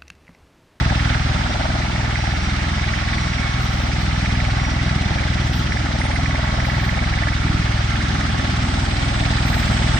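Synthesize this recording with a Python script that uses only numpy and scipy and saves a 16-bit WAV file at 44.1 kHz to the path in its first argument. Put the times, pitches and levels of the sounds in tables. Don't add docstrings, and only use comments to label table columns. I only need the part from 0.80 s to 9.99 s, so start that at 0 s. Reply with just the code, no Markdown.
import sys
import numpy as np
from scipy import signal
from scipy.fft import rfft, irfft, next_fast_len
from scipy.io import wavfile
from scipy.ndimage import uniform_filter1d

SR = 44100
rng = np.random.default_rng(int(sys.argv[2]) if len(sys.argv) > 2 else 0)


def bounce(signal):
    frames = np.transpose(np.atleast_2d(signal))
    limited = np.clip(frames, -1, 1)
    pcm = np.round(limited * 32767).astype(np.int16)
    wavfile.write(sys.argv[1], SR, pcm)


N = 405279
BLADES_PER_S = 20.4786


def gain_of(db):
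    return 10 ** (np.asarray(db) / 20)


def unit_rms(x):
    return x / np.sqrt(np.mean(x ** 2) + 1e-20)


def spectrum_at(points, hz, column=1):
    table = np.transpose(points)
    return np.interp(np.log(hz + 1), np.log(table[0] + 1), table[column])


def clicks(times, sizes):
    at = np.round(times * SR).astype(int)
    inside = (at >= 0) & (at < N)
    return np.bincount(at[inside], sizes[inside], N)


def placed(x, pan_db, lag_ms):
    delayed = np.roll(x, round(lag_ms * SR / 1000))
    return np.array([x * gain_of(pan_db / 2), delayed * gain_of(-pan_db / 2)])


def wavering(count, smooth_ms):
    span = max(round(smooth_ms * SR / 1000), 1)
    return unit_rms(uniform_filter1d(uniform_filter1d(rng.standard_normal(count), span), span))


def lingering(shape, keep):
    return signal.lfilter([np.sqrt(1 - keep ** 2)], [1, -keep], rng.standard_normal(shape), axis=0).T


def air_noise(size, level_db, patchy_db, path_ms=0.59):
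    # (frequency [Hz], coherence [0-1], right lead apart from the path [rad])
    ports = [(60, 1, 0.38), (150, 1, 0.99), (272, 0.93, 0.78), (348, 0.65, 1), (490, 0.91, -1.65),
             (827, 0.69, 2), (984, 0.42, 0.95), (1500, 0.34, -2.2), (2110, 0.37, 0.53), (3000, 0.21, -0.87),
             (4000, 0.15, 2), (4730, 0.65, -1.5), (6100, 0.19, 0.15), (9000, 0.23, 1.3)]
    frames, hz = 4 * N // size + 5, np.fft.rfftfreq(size, 1 / SR)
    t = np.arange(frames) * size / 4 / SR
    left_re, left_im, own_re, own_im, patches = rng.standard_normal((frames, len(hz), 5)).T
    patches = unit_rms(uniform_filter1d(uniform_filter1d(patches, 9, 0), 12, 1))
    coherence = np.clip(spectrum_at(ports, hz), 0, 1)[:, None]
    phase = spectrum_at(ports, hz, column=2) - 2 * np.pi * hz * path_ms / 1000
    left, own = left_re + 1j * left_im, own_re + 1j * own_im
    right = coherence * np.exp(1j * phase)[:, None] * left + np.sqrt(1 - coherence ** 2) * own
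    gain = gain_of(level_db(hz, t) + patchy_db * patches) * np.sqrt(SR / size)
    return signal.istft(np.array([left, right]) * gain, nperseg=size, noverlap=3 * size // 4)[1][:, :N]


def gust_db(t, column):
    # (time [s], rumble level [dB], roar level [dB])
    gusts = [(0.0, -27.5, -31.5), (0.6, -25.5, -31.5), (1.3, -27, -32.5), (3.5, -27, -32),
             (3.9, -25.5, -33.5), (6.0, -25.5, -33), (6.55, -28.5, -33), (6.7, -22, -32), (7.0, -28, -32),
             (7.4, -23, -31.5), (8.2, -25, -32.5), (9.19, -23, -29.5)]
    table = np.transpose(gusts)
    return np.interp(t, table[0], table[column] - np.median(table[column]))


def downwash(keep=0.38, throb_db=1.45):
    # (frequency [Hz], level [dB])
    colour = [(25, -51), (50, -63), (75, -54), (110, -47.5), (250, -50), (440, -66.5), (700, -112.5)]
    rumble = air_noise(2048, lambda hz, t: spectrum_at(colour, hz)[:, None] + gust_db(t, column=1),
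                       patchy_db=-0.5)
    size = next_fast_len(N + SR)
    one_pass_delay = np.exp(-2j * np.pi * np.fft.rfftfreq(size, 1 / SR) / BLADES_PER_S)
    comb = np.sqrt(1 - keep ** 2) / (1 - keep * one_pass_delay)
    throb = np.cos(2 * np.pi * (np.arange(N) / SR * BLADES_PER_S - .45))
    return irfft(rfft(rumble, size) * comb, size)[:, :N] * gain_of(throb_db * throb)


def roar_and_hiss(hiss_start_s=7.8, hiss_rise_s=0.069, hiss_lift_db=(4.1, 13), breath_db=0.2):
    # (frequency [Hz], left level [dB], right level [dB])
    colour = [(395, -70.5, -63.5), (598, -59, -72.5), (839, -57.5, -53), (885, -64.5, -66.5),
              (1347, -57.5, -56.5), (1650, -65.5, -63), (2060, -62, -57.5), (2540, -69.5, -61.5),
              (3580, -64.5, -65.5), (4340, -67, -68), (4700, -68.5, -68.5), (5850, -70.5, -70),
              (6760, -78, -82.5), (8440, -85, -83), (10860, -99, -99), (15200, -120, -120)]

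    def level_db(hz, t):
        body_db = np.array([spectrum_at(colour, hz, column) for column in (1, 2)])[:, :, None]
        hz = hz[:, None]
        low_cut_db = -12 * np.log2(np.maximum(colour[0][0] / (hz + 1), 1))
        hiss_band = (np.exp(-((hz - 8050) / 250) ** 2) + np.exp(-((hz - 7900) / 1100) ** 2)) / 2
        lift_db = np.interp(t, [hiss_start_s, hiss_start_s + hiss_rise_s], hiss_lift_db)
        return body_db + low_cut_db + gust_db(t, column=2) + hiss_band * lift_db
    breath = np.cos(2 * np.pi * (np.arange(N) / SR * BLADES_PER_S - .02))
    return air_noise(512, level_db, patchy_db=1.21) * gain_of(breath_db * breath)


def diesel_truck(sharpness=1.8, weak_puff=0.42, uneven_db=2.5, grit_db=2.0, alike=0.63):
    # (time [s], cycles run [count])
    cycles = [(0, .55), (.998, 16.04), (2.195, 34.64), (3.392, 52.93), (4.29, 67.05), (5.188, 80.93),
              (6.086, 95.55), (6.984, 109.98), (7.283, 114.86), (7.882, 124.89), (8.78, 140.6),
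              (9.19, 147.75)]
    # (time [s], level [dB])
    envelope = [(0, -8.5), (1.6, -5), (2.2, -3.5), (3, -6), (3.5, -4.5), (4.5, -2), (5.1, -3.5),
                (5.6, -7.5), (6.8, -4.5), (7.3, -2), (8.3, -0.5), (9.19, -1)]
    # (frequency [Hz], level [dB])
    colour = [(900, -77), (1500, -63.5), (2400, -71.5), (3300, -68), (4200, -72.5), (5800, -78),
              (7000, -86), (8500, -86), (10500, -104), (13000, -130)]
    # (low edge [Hz], high edge [Hz])
    panels = [(0, 2500), (2500, 3600), (3600, 5000), (5000, 20000)]
    t, size = np.arange(N) / SR, next_fast_len(N)
    hz = np.fft.rfftfreq(size, 1 / SR)
    cycle = np.interp(t, *np.transpose(cycles)) + 0.036
    swing = np.cos(2 * np.pi * cycle)
    puffs = np.exp(sharpness * (swing - 1)) + weak_puff * np.exp(sharpness * (-swing - 1))
    puffs = unit_rms(puffs) * gain_of(np.interp(t, *np.transpose(envelope)))
    spectrum = 0
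    for low, high in panels:
        blows = np.tanh(rng.standard_normal(300))[np.round(cycle).astype(int)]
        grit = np.tanh(wavering(N, smooth_ms=2))
        rattle = gain_of(uneven_db * uniform_filter1d(blows, size=400) + grit_db * grit)
        common, *own = rng.standard_normal((3, N))
        noise = alike * common + np.sqrt(1 - alike ** 2) * np.array(own)
        spectrum = spectrum + rfft(puffs * rattle * noise, size) * ((hz >= low) & (hz < high))
    return irfft(spectrum * gain_of(spectrum_at(colour, hz)) * np.sqrt(SR / 2), size)[:, :N]


def whines(whistle_db=-48, whistle_top_s=2.9):
    # (pitch [Hz], waver [Hz], waver time [ms], left-right [dB], right lag [ms])
    tones = [(1103, 3, 50, 4, .25), (1970, 5, 50, -3, .5), (2205, 4, 50, -5, .55), (5680, 50, 12, 0, .53)]
    # (time [s], low whine [dB], middle whine [dB], high whine [dB])
    fading = [(0.0, -36, -43, -53), (0.7, -48, -47, -62), (1.4, -55, -43, -39), (1.9, -41, -49, -42),
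              (2.25, -37.5, -41, -41), (2.7, -37, -40, -31), (2.95, -42, -46, -52), (3.3, -57, -49, -52),
              (3.8, -34.5, -38, -41), (4.1, -50, -42, -40), (5.2, -47, -41, -58), (5.45, -36.5, -37.5, -39),
              (6.5, -39.5, -43, -44), (6.9, -45, -54, -40), (7.6, -41, -49, -54), (8.2, -40, -43.5, -57.5),
              (9.19, -43, -54, -52)]
    t, out = np.arange(N) / SR, np.zeros((2, N))
    times, *fades = np.transpose(fading)
    levels = [np.interp(t, times, db) for db in fades]
    swell_db = -6 * ((t - whistle_top_s) / 4) ** 2
    levels.append(whistle_db + swell_db + 4 * wavering(N, smooth_ms=70))
    for (hz, waver_hz, smooth_ms, pan_db, lag_ms), level_db in zip(tones, levels):
        pitch = hz + waver_hz * wavering(N, smooth_ms)
        tone = np.sqrt(2) * np.sin(2 * np.pi * np.cumsum(pitch) / SR)
        dips_db = -4.5 * abs(wavering(N, smooth_ms=32))
        out += placed(gain_of(level_db + dips_db) * tone, pan_db, lag_ms)
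    return out


def squeaks(attack_s=0.03, release_s=0.06, sag_db_per_s=-20, edge_db=-16):
    # (start [s], length [s], start pitch [Hz], middle pitch [Hz], end pitch [Hz], level [dB])
    glides = [(2.79, .1, 14150, 14150, 14300, -58), (2.87, .24, 14600, 14000, 13750, -64),
              (3.19, .08, 13500, 13250, 13100, -57), (4.63, .09, 13850, 14150, 14350, -65),
              (4.71, .14, 14150, 13820, 13780, -54), (5.82, .12, 14200, 14200, 14550, -63),
              (6.02, .11, 14100, 14270, 14270, -59), (6.12, .05, 13600, 13580, 13580, -70),
              (8.64, .22, 14230, 14190, 14260, -53), (5.57, .28, 15200, 15180, 15250, -70),
              (5.91, .28, 15400, 15380, 15200, -62), (8.785, .19, 15200, 15230, 15220, -60),
              (5.17, .27, 9050, 8900, 9350, -52), (2.89, .13, 10950, 11000, 10850, -65),
              (5.83, .1, 10900, 10950, 11000, -61)]
    out = np.zeros((2, N))
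    for start, length, hz_start, hz_middle, hz_end, level_db in glides:
        at = round(start * SR) + np.arange(round(length * SR))
        t = at / SR - start
        pitch = np.interp(t, [0, length / 2, length], [hz_start, hz_middle, hz_end])
        pitch += 55 * wavering(len(at), smooth_ms=2.5)
        edge = np.maximum(np.maximum(1 - t / attack_s, 1 - (length - t) / release_s), 0)
        envelope_db = level_db + edge_db * edge + sag_db_per_s * np.maximum(t - attack_s, 0)
        flutter_db = 4.2 * wavering(len(at), smooth_ms=9.7)
        envelope = gain_of(envelope_db + flutter_db) * signal.windows.tukey(len(at), .15)
        tone = np.sqrt(2) * np.sin(2 * np.pi * np.cumsum(pitch) / SR)
        out[:, at] += placed(envelope * tone, pan_db=12 if hz_middle > 10000 else -4, lag_ms=0)
    return out


def blade_passes():
    # (time [s], near thump into the pass [ms], far thump into the pass [ms], then relative levels:
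    # near thump [dB], far thump [dB], low slap [dB], early slaps [dB], middle slap [dB], crack [dB],
    # second crack [dB])
    beat = [(0.0, 16, 32.6, -7.5, -10, -19, -21.5, -36, -29, -17),
            (0.3, 16.4, 33.9, -9.5, -13.5, -30, -22.5, -21, -21, -15),
            (0.7, 16, 32.5, -13.5, -13.5, -16, -27, -19, -24, -39),
            (1.2, 14, 31.5, -13.5, -14, -20, -30, -34, -20, -26),
            (1.7, 15.2, 31, -11.5, -14, -22.5, -31, -26, -19.5, -19.5),
            (2.2, 15, 30.6, -14.5, -13, -21.5, -31, -36, -21.5, -23),
            (2.75, 12.6, 29.9, -10, -16, -21, -28, -30, -24, -24),
            (3.25, 13.7, 30, -11, -12.5, -22.5, -36, -39, -21, -32),
            (3.8, 13.1, 31, -10.5, -13.5, -22, -29.5, -27, -22.5, -28),
            (4.3, 15.4, 31.1, -10.5, -16, -20, -22.5, -30, -19.5, -24),
            (4.75, 13.5, 31.4, -14.5, -11.5, -22.5, -30.5, -27, -26, -46),
            (5.25, 17.3, 33.4, -10.5, -14, -17, -31, -29.5, -19, -38),
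            (5.85, 14.35, 31, -11.5, -13.5, -18, -26, -25, -18, -33),
            (6.4, 13.6, 30.7, -9.5, -12.5, -19.5, -34, -21, -16, -34),
            (6.75, 13.5, 31.1, -8.5, -17, -26, -43, -27, -23, -38),
            (7.4, 15, 31.5, -13, -13.5, -23, -42, -18, -19, -39),
            (7.9, 14.6, 30.4, -19.5, -10.5, -22.5, -27, -27, -28.5, -33),
            (8.45, 13.1, 30.6, -8.5, -14, -23, -23.5, -35, -19, -21),
            (8.9, 14.8, 32.8, -9, -12.5, -20, -26.5, -39, -19.5, -33)]
    starts = np.arange(-1, N / SR * BLADES_PER_S + 1) / BLADES_PER_S
    times, *columns = np.transpose(beat)
    return starts, [np.interp(starts, times, column) for column in columns]


def blade_slaps(bursts=32, fade_db=1.9):
    # (time in the pass [ms], nominal scatter [ms], centre [Hz], nominal width [Hz], relative level [dB],
    # left-right [dB], right lag [ms])
    slaps = [(27.165, 4.49, 755, 189, -4.5, 5, 0.26), (13.56, 3.005, 740, 180, -5, 6, 0.19),
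             (12.54, 3.2, 1100, 600, 0, -2.5, 0.46), (28.8, 4.5, 1475, 320, -1.5, -6, 0.49),
             (40.5, 3.3, 2000, 400, -5, -9, 0.54), (4.585, 3.5, 2030, 650, -4, -8, 0.58),
             (5.97, 4, 3660, 1170, -4, -1.5, .59)]
    # (time [s], accent [dB])
    hard_cracks = [(1.164, 3.5), (1.359, 6), (1.457, 5), (2.043, 4), (2.092, 1.5), (2.287, 1), (2.629, 3),
                   (3.264, 0.5), (3.459, 6.5), (3.801, 2), (4.924, 8), (4.973, 6.5), (5.217, 5),
                   (5.266, 4.5), (5.315, 3.5), (5.364, 5), (5.461, 7), (5.51, 4.5), (5.559, 2.5),
                   (6.34, 3.5), (6.487, 5.5), (6.682, 4), (7.17, 0), (7.219, 6), (8.587, 3), (9.026, -1)]
    starts, (*_, low_db, early_db, middle_db, crack_db, second_db) = blade_passes()
    passes, crack_times = len(starts), starts + slaps[4][0] / 1000
    snap_times, snap_db = np.transpose(hard_cracks)
    nearest_pass = abs(crack_times - snap_times[:, None]).argmin(1)
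    accent_db = np.bincount(nearest_pass, snap_db, passes)
    tightening = gain_of(-.7 * accent_db)
    levels = [low_db, early_db, early_db, middle_db, crack_db + accent_db, second_db, early_db]
    share = (np.arange(bursts)[:, None] + .5) / bursts
    spread = .6 * np.log(share / (1 - share)) * tightening
    out, t = np.zeros((2, N)), np.arange(-256, 257) / SR
    for (at_ms, scatter_ms, hz, width, trim_db, pan_db, lag_ms), level_db in zip(slaps, levels):
        offset_ms = scatter_ms * spread + 0.31 * lingering((passes, bursts), keep=.7)
        offset_ms += 1.298 * lingering(passes, keep=.8)
        when = starts + (at_ms + offset_ms) / 1000
        size = lingering((passes, bursts), keep=0.76)
        size *= gain_of(0.75 * lingering((passes, 1), keep=0.2)) / np.sqrt((size ** 2).mean(0))
        size *= 1.91 * gain_of(level_db + trim_db + fade_db * lingering(passes, keep=0.91))
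        window = np.exp(-(.75 * np.pi * width * t) ** 2 / 2)
        for k, shift in enumerate(np.linspace(-.75, .75, 4)):
            burst = np.cos(2 * np.pi * (hz + shift * width) * t) * window
            train = clicks(when[k::4].ravel(), size[k::4].ravel())
            out += placed(signal.oaconvolve(train, burst / np.linalg.norm(burst), "same"), pan_db, lag_ms)
    return out


def thump_train(lobes, delay_ms, level_db, jitter_ms, uneven_db, echoes=()):
    starts, ms = blade_passes()[0], np.arange(-1000, 1001) * 1000 / SR
    pulse = sum(height * np.exp(-((ms - at) / width) ** 2) for at, width, height in lobes)
    train = np.zeros(N)
    for path_ms, path_db in [(0.018, 0), *echoes]:
        lateness, strength = lingering((len(starts), 2), keep=0.76)
        when = starts + (delay_ms + path_ms + jitter_ms * lateness) / 1000
        train += clicks(when, gain_of(level_db + path_db + uneven_db * strength))
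    return signal.oaconvolve(train, pulse, "same")


def rotor_thumps():
    # (time from the peak [ms], width [ms], height [relative])
    near_lobes = [(-4, 1.58, -0.77), (0, 2.28, 0.89), (3.5, 1.85, 0.17)]
    far_lobes = [(-4.5, 2.55, -0.75), (0, 2.33, 0.99), (12, 4.9, -0.065)]
    # (delay [ms], level [dB])
    walls = [(11.8, -13), (23.2, -15.5)]
    # (time [s], level [dB])
    suction_depth = [(.25, 2), (.75, -1.5), (1.25, 2.5), (1.75, -1.5), (2.75, -1.5), (3.25, 2), (3.75, 4),
                     (4.75, 5), (5.25, -1), (5.75, -1.5), (7.25, 2), (7.75, -1), (8.75, 1)]
    starts, (near_ms, far_ms, near_db, far_db, *_) = blade_passes()
    suction_db = near_db + np.interp(starts, *np.transpose(suction_depth))
    suction = thump_train(near_lobes[:1], near_ms, suction_db, jitter_ms=0.12, uneven_db=0.8)
    near = thump_train(near_lobes[1:], near_ms, near_db, jitter_ms=0.12, uneven_db=0.7)
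    far = thump_train(far_lobes, far_ms, far_db, jitter_ms=0.25, uneven_db=0.7, echoes=walls)
    return placed(suction + near + far, pan_db=-.1, lag_ms=0.34)


def scene():
    rotors = rotor_thumps() + blade_slaps() + downwash()
    return rotors + roar_and_hiss() + whines() + diesel_truck() + squeaks()


def record(dry, low_cut_hz=24, high_cut_hz=15600):
    trimmed = signal.sosfilt(signal.butter(2, low_cut_hz, "high", fs=SR, output="sos"), dry)
    lowpass = signal.firwin(511, high_cut_hz, window=("kaiser", 9), fs=SR)
    return signal.oaconvolve(trimmed, lowpass[None], "same")


dry = scene()
out = record(dry)
bounce(out)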